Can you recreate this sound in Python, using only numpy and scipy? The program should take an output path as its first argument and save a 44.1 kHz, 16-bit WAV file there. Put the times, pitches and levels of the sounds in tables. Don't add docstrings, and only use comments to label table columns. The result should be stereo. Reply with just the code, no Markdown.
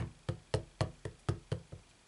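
import sys
import numpy as np
from scipy import signal
from scipy.fft import rfft, irfft, next_fast_len
from scipy.io import wavfile

SR = 44100
rng = np.random.default_rng(int(sys.argv[2]) if len(sys.argv) > 2 else 0)


def wav_record(signal):
    frames = np.transpose(np.atleast_2d(signal))
    bounded = np.clip(frames, -1, 1)
    quanta = np.round(bounded * 32767).astype(np.int16)
    wavfile.write(sys.argv[1], SR, quanta)


def elevation(decibels):
    levels = np.asarray(decibels, float)
    return 10 ** (levels / 20)


N = 91463

KNOCK_RISE_S = .0007
ROOM_LAG_S = .002
WET_CLICK_DB, WET_KNOCK_DB, WET_THUMP_DB = -9.5, -13, -23


def unit(x):
    return x / np.sqrt(np.mean(x ** 2) + 1e-20)


def along(points, hz):
    f, value = np.transpose(points)
    return np.interp(np.log(hz + 1), np.log(f + 1), value)


def bump(hz, centre_hz, db, octaves):
    return db * np.exp(-.5 * (np.log2((hz + 1) / centre_hz) / octaves) ** 2)


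def detuning(hz, centre_hz):
    return (hz + 1) / centre_hz - centre_hz / (hz + 1)


def filtered(x, response):
    m = next_fast_len(x.shape[-1] + 8192)
    spectrum = rfft(x, m) * response(np.fft.rfftfreq(m, 1 / SR))
    return irfft(spectrum, m)[..., :x.shape[-1]]


def empty_tracks():
    return np.zeros(N + 2 * SR), np.zeros((2, N + 2 * SR))


def add(track, s, x):
    track[..., SR + round(s * SR):][..., :x.shape[-1]] += x


def ring(hz, db, t60, t):
    return elevation(db[:, None] - 60 * t / t60[:, None]) * np.sin(2 * np.pi * hz[:, None] * t)


# start in seconds, table thump peak in dB, thump tilt in dB per octave,
# case knock in dB, pitch of the favoured case modes in Hz.
TAPS = [
    (-.022, -21, 9, -36.5, 262),
    (0.0237, -36, -8, -51, 306),
    (0.2865, -26, 1, -43, 362),
    (0.54, -23.5, -2.5, -38, 464),
    (0.8069, -23, 0.5, -35, 600),
    (1.0514, -33, -4, -46.5, 417),
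    (1.286, -22.5, -1.5, -38, 369),
    (1.5175, -26, 2, -46, 480),
    (1.7199, -50.5, 14, -60, 396),
    (1.7255, -37, -7, -55, 520),
]


def taps():
    near, far = empty_tracks()
    t = np.arange(SR // 2) / SR
    for s, thump_db, thump_tilt, knock_db, spot_hz in TAPS:
        thump = table_thump(thump_db, thump_tilt, t)
        knock = case_knock(knock_db, spot_hz, t)
        add(near, s - .0006, thump)
        add(near, s + .002, knock)
        to_room = elevation(WET_KNOCK_DB) * knock + elevation(WET_THUMP_DB) * thump
        add(far, s + ROOM_LAG_S, room(to_room[:SR // 4]))
    return near, far


# pitch in Hz, level in dB, t60 in seconds, side of the nodal line (sign).
TABLE_MODES = [(40.7, -32.4, 1.25, -1), (66, -17.7, .35, 1), (82.2, -17.4, .25, -1), (91.2, -3.3, .14, 1),
               (112.4, -8.2, .23, -1), (132.2, -4.1, .17, -1), (142.1, -23.9, .52, -1),
               (163.7, -23.6, .46, -1), (169.3, -8.6, .17, 1), (236.5, -21.9, .1, 1)]


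def table_thump(db, tilt, t):
    hz, mode_db, t60, side = np.transpose(TABLE_MODES)
    level = mode_db + db + tilt * np.log2(hz / 110)
    return side @ ring(hz, level, t60, t)


# pitch in Hz, level in dB, t60 in seconds.
CASE_MODES = [(210.2, -12.5, 0.28), (243, -8, 0.29), (300, -19, 0.3), (333, -5, 0.13), (345, -7, .2),
              (397.6, -9, 0.17), (428.9, 0, 0.095), (458, -14, 0.21), (499.6, -6, 0.17), (522.2, -3, 0.08),
              (568, -21, 0.098), (642.7, -3.5, 0.074), (729.4, -8.5, 0.097), (857, -13.5, 0.052)]


def case_knock(db, spot_hz, t):
    hz, mode_db, t60 = np.transpose(CASE_MODES)
    favour = bump(hz, spot_hz, 7.5, 0.25)
    level = mode_db + db + favour + 1.01 * rng.standard_normal(len(hz))
    bent_hz = hz * (1 + .006 * rng.standard_normal(len(hz)))
    sign = np.where((hz < 320) | (hz > 600), 1, -1)
    return sign @ ring(bent_hz, level, t60, t) * (1 - np.exp(-t / KNOCK_RISE_S))


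# start in seconds, level in dB, pitch in Hz, t60 in seconds.
KNOCK_NOTES = [(-0.001, -45.0, 335.0, 0.2), (0.0003, -51.5, 787.0, 0.141), (0.0225, -39.8, 1095.0, 0.022),
               (0.0248, -54.4, 1532.0, 0.051), (0.0229, -39.5, 2256.0, 0.008),
               (0.0226, -42.3, 3497.0, 0.008), (0.2891, -45.8, 340.0, 0.248), (0.2889, -38.0, 510.0, 0.09),
               (0.2885, -44.2, 638.0, 0.08), (0.289, -51.9, 732.0, 0.237), (0.2873, -30.0, 1259.0, 0.018),
               (0.2874, -37.0, 1751.0, 0.016), (0.2873, -46.8, 2203.0, 0.02),
               (0.2876, -29.6, 3127.0, 0.008), (0.5457, -36.9, 332.0, 0.241), (0.5401, -19.6, 418.0, 0.008),
               (0.5406, -36.0, 526.0, 0.13), (0.5404, -24.1, 635.0, 0.044), (0.5403, -26.1, 868.0, 0.021),
               (0.5395, -31.9, 1278.0, 0.015), (0.5391, -31.0, 1874.0, 0.016),
               (0.5393, -27.4, 2939.0, 0.009), (0.5394, -34.3, 4228.0, 0.018),
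               (0.5392, -40.8, 4847.0, 0.017), (0.8094, -31.0, 333.0, 0.13), (0.8084, -28.3, 530.0, 0.061),
               (0.8071, -24.2, 637.0, 0.077), (0.8077, -40.3, 750.0, 0.146), (0.8064, -34.7, 1149.0, 0.064),
               (0.8066, -32.0, 1740.0, 0.018), (0.8069, -37.4, 2325.0, 0.023),
               (0.8069, -27.0, 4250.0, 0.008), (1.0532, -48.0, 333.0, 0.2), (1.0539, -34.7, 433.0, 0.065),
               (1.051, -40.0, 1843.0, 0.018), (1.051, -49.4, 3173.0, 0.018), (0.995, -57.0, 7300.0, 0.012),
               (1.2887, -32.3, 339.0, 0.21), (1.2886, -33.0, 426.0, 0.09), (1.2884, -34.5, 737.0, 0.026),
               (1.2862, -25.9, 936.0, 0.011), (1.2863, -30.6, 1252.0, 0.02), (1.2865, -32.0, 1612.0, 0.016),
               (1.2862, -31.0, 3111.0, 0.008), (1.5247, -46.0, 334.0, 0.2), (1.5199, -32.9, 461.0, 0.047),
               (1.5202, -35.0, 517.0, 0.09), (1.5174, -46.2, 857.0, 0.029), (1.5171, -41.3, 1474.0, 0.027),
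               (1.5172, -39.1, 3247.0, 0.018)]


def hollow_knocks():
    near, far = empty_tracks()
    t = np.arange(SR // 4) / SR
    for s, db, hz, t60 in KNOCK_NOTES:
        swell = elevation(db - 60 * t / t60) * (1 - np.exp(-t / KNOCK_RISE_S))
        note = -swell * np.sin(2 * np.pi * hz * t)
        add(near, s, note)
        add(far, s + ROOM_LAG_S, elevation(WET_KNOCK_DB) * room(note))
    return near, far


# pitch in Hz, width in Hz, level in dB.
BLOCK_MODES = [(958, 222, 7.5), (1323, 215, 8), (1500, 255, 7), (1810, 337, 8), (2340, 970, -2.5),
               (2905, 287, 7), (4400, 1600, -8), (5510, 350, 2), (6500, 570, -7.5), (7670, 790, 0),
               (9370, 330, -7.5)]


def block_body(f):
    body = elevation(-9.5) * 1j * f / (900 + 1j * f)
    for k, (hz, width, db) in enumerate(BLOCK_MODES):
        body = body + (-1) ** k * elevation(db) * 1j * f * width / (hz * hz - f * f + 1j * f * width)
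    return body


# start in seconds, peak in dB, brightness in dB per octave,
# pitch of the favoured modes in Hz, length in seconds.
CLICKS = [(-.022, -24, -1.5, 2300, 0.0034), (-.014, -29.5, -3.5, 8900, 0.0065),
          (.0001, -45, -8, 3040, 0.006), (.006, -44, 2, 1500, 0.0075), (.0108, -48.5, -4, 2490, 0.0028),
          (.0225, -44, -4, 2200, 0.0035), (.2862, -37.5, -2.5, 1330, .002),
          (.2876, -32.5, -2, 4340, 0.0023), (0.2934, -42.5, -3, 9100, 0.0055),
          (0.5395, -22.5, 1, 4500, 0.0028), (0.5463, -49, -1, 4400, 0.00089),
          (0.548, -27.5, -1, 9200, 0.00078), (0.807, -24, -3, 4845, 0.0024),
          (0.8133, -35, -3, 3400, 0.0016), (0.8149, -28, 0.5, 10000, 0.0022),
          (1.0519, -35.5, 2, 1900, 0.0045), (1.0528, -37, -4, 8760, 0.0029),
          (1.2861, -28.5, -2, 1340, 0.0022), (1.2912, -29.5, 1, 4400, 0.0045),
          (1.5172, -32, -1, 3230, 0.0036), (1.5261, -35, -4, 9050, 0.001), (1.721, -51, 0, 1350, 0.0091)]


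def block_clicks():
    near, far = empty_tracks()
    t, lead = np.arange(2048) / SR, 64
    for s, db, tilt, hz, length in CLICKS:
        def colour(f):
            brightness = elevation(tilt * np.log2((f + 500) / 4000))
            favour = 1 + elevation(6) / (1 + 1j * 3.5 * detuning(f, hz))
            return block_body(f) * brightness * favour

        grit = elevation(-21) * rng.standard_normal(len(t)) * np.exp(-(t / length) ** 2)
        touch = grit - (t == 0)
        click = filtered(np.pad(touch, (lead, 0)), colour)
        click *= elevation(db) / np.abs(click).max()
        add(near, s - lead / SR, click)
        add(far, s + ROOM_LAG_S, elevation(WET_CLICK_DB) * room(click))
    return near, far


# start in seconds, level in dB, centre in Hz, length
# in seconds.
INK_CRACKLES = [
    (.188, -62, 9300, .007),
    (.274, -70, 9000, .0068),
    (.515, -75, 3150, .022),
    (.937, -66, 8800, .006),
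    (.938, -66, 1500, .005),
    (.966, -67, 9500, .008),
    (.99, -68, 5000, .006),
    (1.185, -66.5, 8500, .032),
    (1.878, -68, 3800, .043),
    (1.885, -70, 9300, .025),
                (.282, -67, 4300, 0.0052),
]


def ink():
    out = empty_tracks()[0]
    t = np.arange(4096) / SR
    for s, db, hz, length in INK_CRACKLES:
        unevenness = elevation(5 * rng.standard_normal(len(t) // 32)).repeat(32)
        grains = rng.standard_normal(len(t)) * unevenness
        band = unit(filtered(grains, lambda f: (1 + 1j * .9 * detuning(f, hz)) ** -2.0))
        swell = np.sin(np.pi * np.clip(t / length, 0, 1))
        add(out, s, elevation(db) * band * swell)
    return out


# frequency in Hz, t60 in seconds.
ROOM_DECAY = [(300, .3), (1500, 0.24), (4000, 0.16), (10000, 0.094)]


def room(x):
    hz, t, z = signal.stft(rng.standard_normal((2, SR // 3)), SR, nperseg=256)
    decay = elevation(-60 * t / along(ROOM_DECAY, hz)[:, None])
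    mid, side = signal.istft(z * decay, SR, nperseg=256)[1]
    tail = mid + elevation(-4) * side * [[1], [-1]]
    tail = tail * np.cos(np.linspace(0, np.pi / 2, tail.shape[1]))
    return signal.fftconvolve(x[None], tail / np.linalg.norm(tail[0]), axes=1)


# pitch in Hz, level in dB, t60 in seconds, lag in seconds.
DRIVE_MODES = [(2455, -58.5, 0.034, 0.001965), (3260, -47, 0.0089, 0.00022), (4550, -56, 0.015, .001)]


def drive_ticks():
    ticks = empty_tracks()[0]
    t = np.arange(1024) / SR
    for k, s in enumerate(np.arange(.031, N / SR, .04)):
        step_db = -1.5 * (k % 2 == 0)
        for hz, db, t60, lag in DRIVE_MODES:
            bend, size = rng.standard_normal(2)
            level = db + 1.5 * size + step_db
            swell = elevation(level - 60 * t / t60) * (1 - np.exp(-t / 0.0026))
            pitch = hz * (1.03 + .012 * bend - 4.5 * t)
            add(ticks, s + lag, swell * np.sin(2 * np.pi * pitch * t))
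    return ticks[SR:SR + N]


# pitch in Hz, rms level in dB.
WHINE = [(7800, -85), (101.5, -78), (50.3, -78)]


def whine():
    t = np.arange(N) / SR
    return sum(elevation(db) * np.sqrt(2) * np.sin(2 * np.pi * hz * t) for hz, db in WHINE)


# frequency in Hz, level in dB per Hz.
HISS_COLOUR = [(18, -10), (30, -1), (395, -1.5), (458, -4.5), (664, -2.5), (917, -4), (1060, -5.5),
               (2940, -9), (11200, -16.5), (14600, -73), (22000, -120)]
# frequency in Hz, left-right likeness (1 is mono).
HISS_LIKENESS = [(60, 1), (220, 0.57), (810, 0.02), (2980, 0.2), (11000, 0.84)]


def hiss():
    def spread(hz):
        angle = np.arccos(np.clip(along(HISS_LIKENESS, hz), -1, 1)) / 2
        return elevation(along(HISS_COLOUR, hz)) * [np.cos(angle), np.sin(angle)]

    mid, side = filtered(rng.standard_normal((2, N)), spread)
    return elevation(-63.5) * unit(np.array([mid + side, mid - side]))


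def table_hollow(f):
    centre, width, depth_db = 275, 110, -14
    stiffness, damping = centre ** 2 - f * f, 1j * f * width
    return (stiffness + damping * elevation(depth_db)) / (stiffness + damping)


def off_centre(f):
    pan_db, skew_s = .1, .000007
    skew = np.exp(1j * np.pi * f * skew_s * np.array([[1], [-1]]))
    return elevation([[pan_db], [-pan_db]]) * skew


def scene():
    thud, thud_room = taps()
    note, note_room = hollow_knocks()
    click, click_room = block_clicks()
    near = filtered(thud + note, table_hollow) + click + ink()
    lead = 4096
    pair = filtered(near[SR - lead:SR + N], off_centre)[:, lead:]
    far = (thud_room + click_room + note_room)[:, SR:SR + N]
    return pair + far + hiss() + drive_ticks() + whine()


def low_pass(x):
    return signal.sosfilt(signal.butter(12, 11570, fs=SR, output="sos"), x)


def record(dry):
    mix = filtered(dry, lambda hz: 1 / np.sqrt(1 + (hz / 10980) ** 110))
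    return low_pass(mix)


dry = scene()
out = record(dry)
wav_record(out)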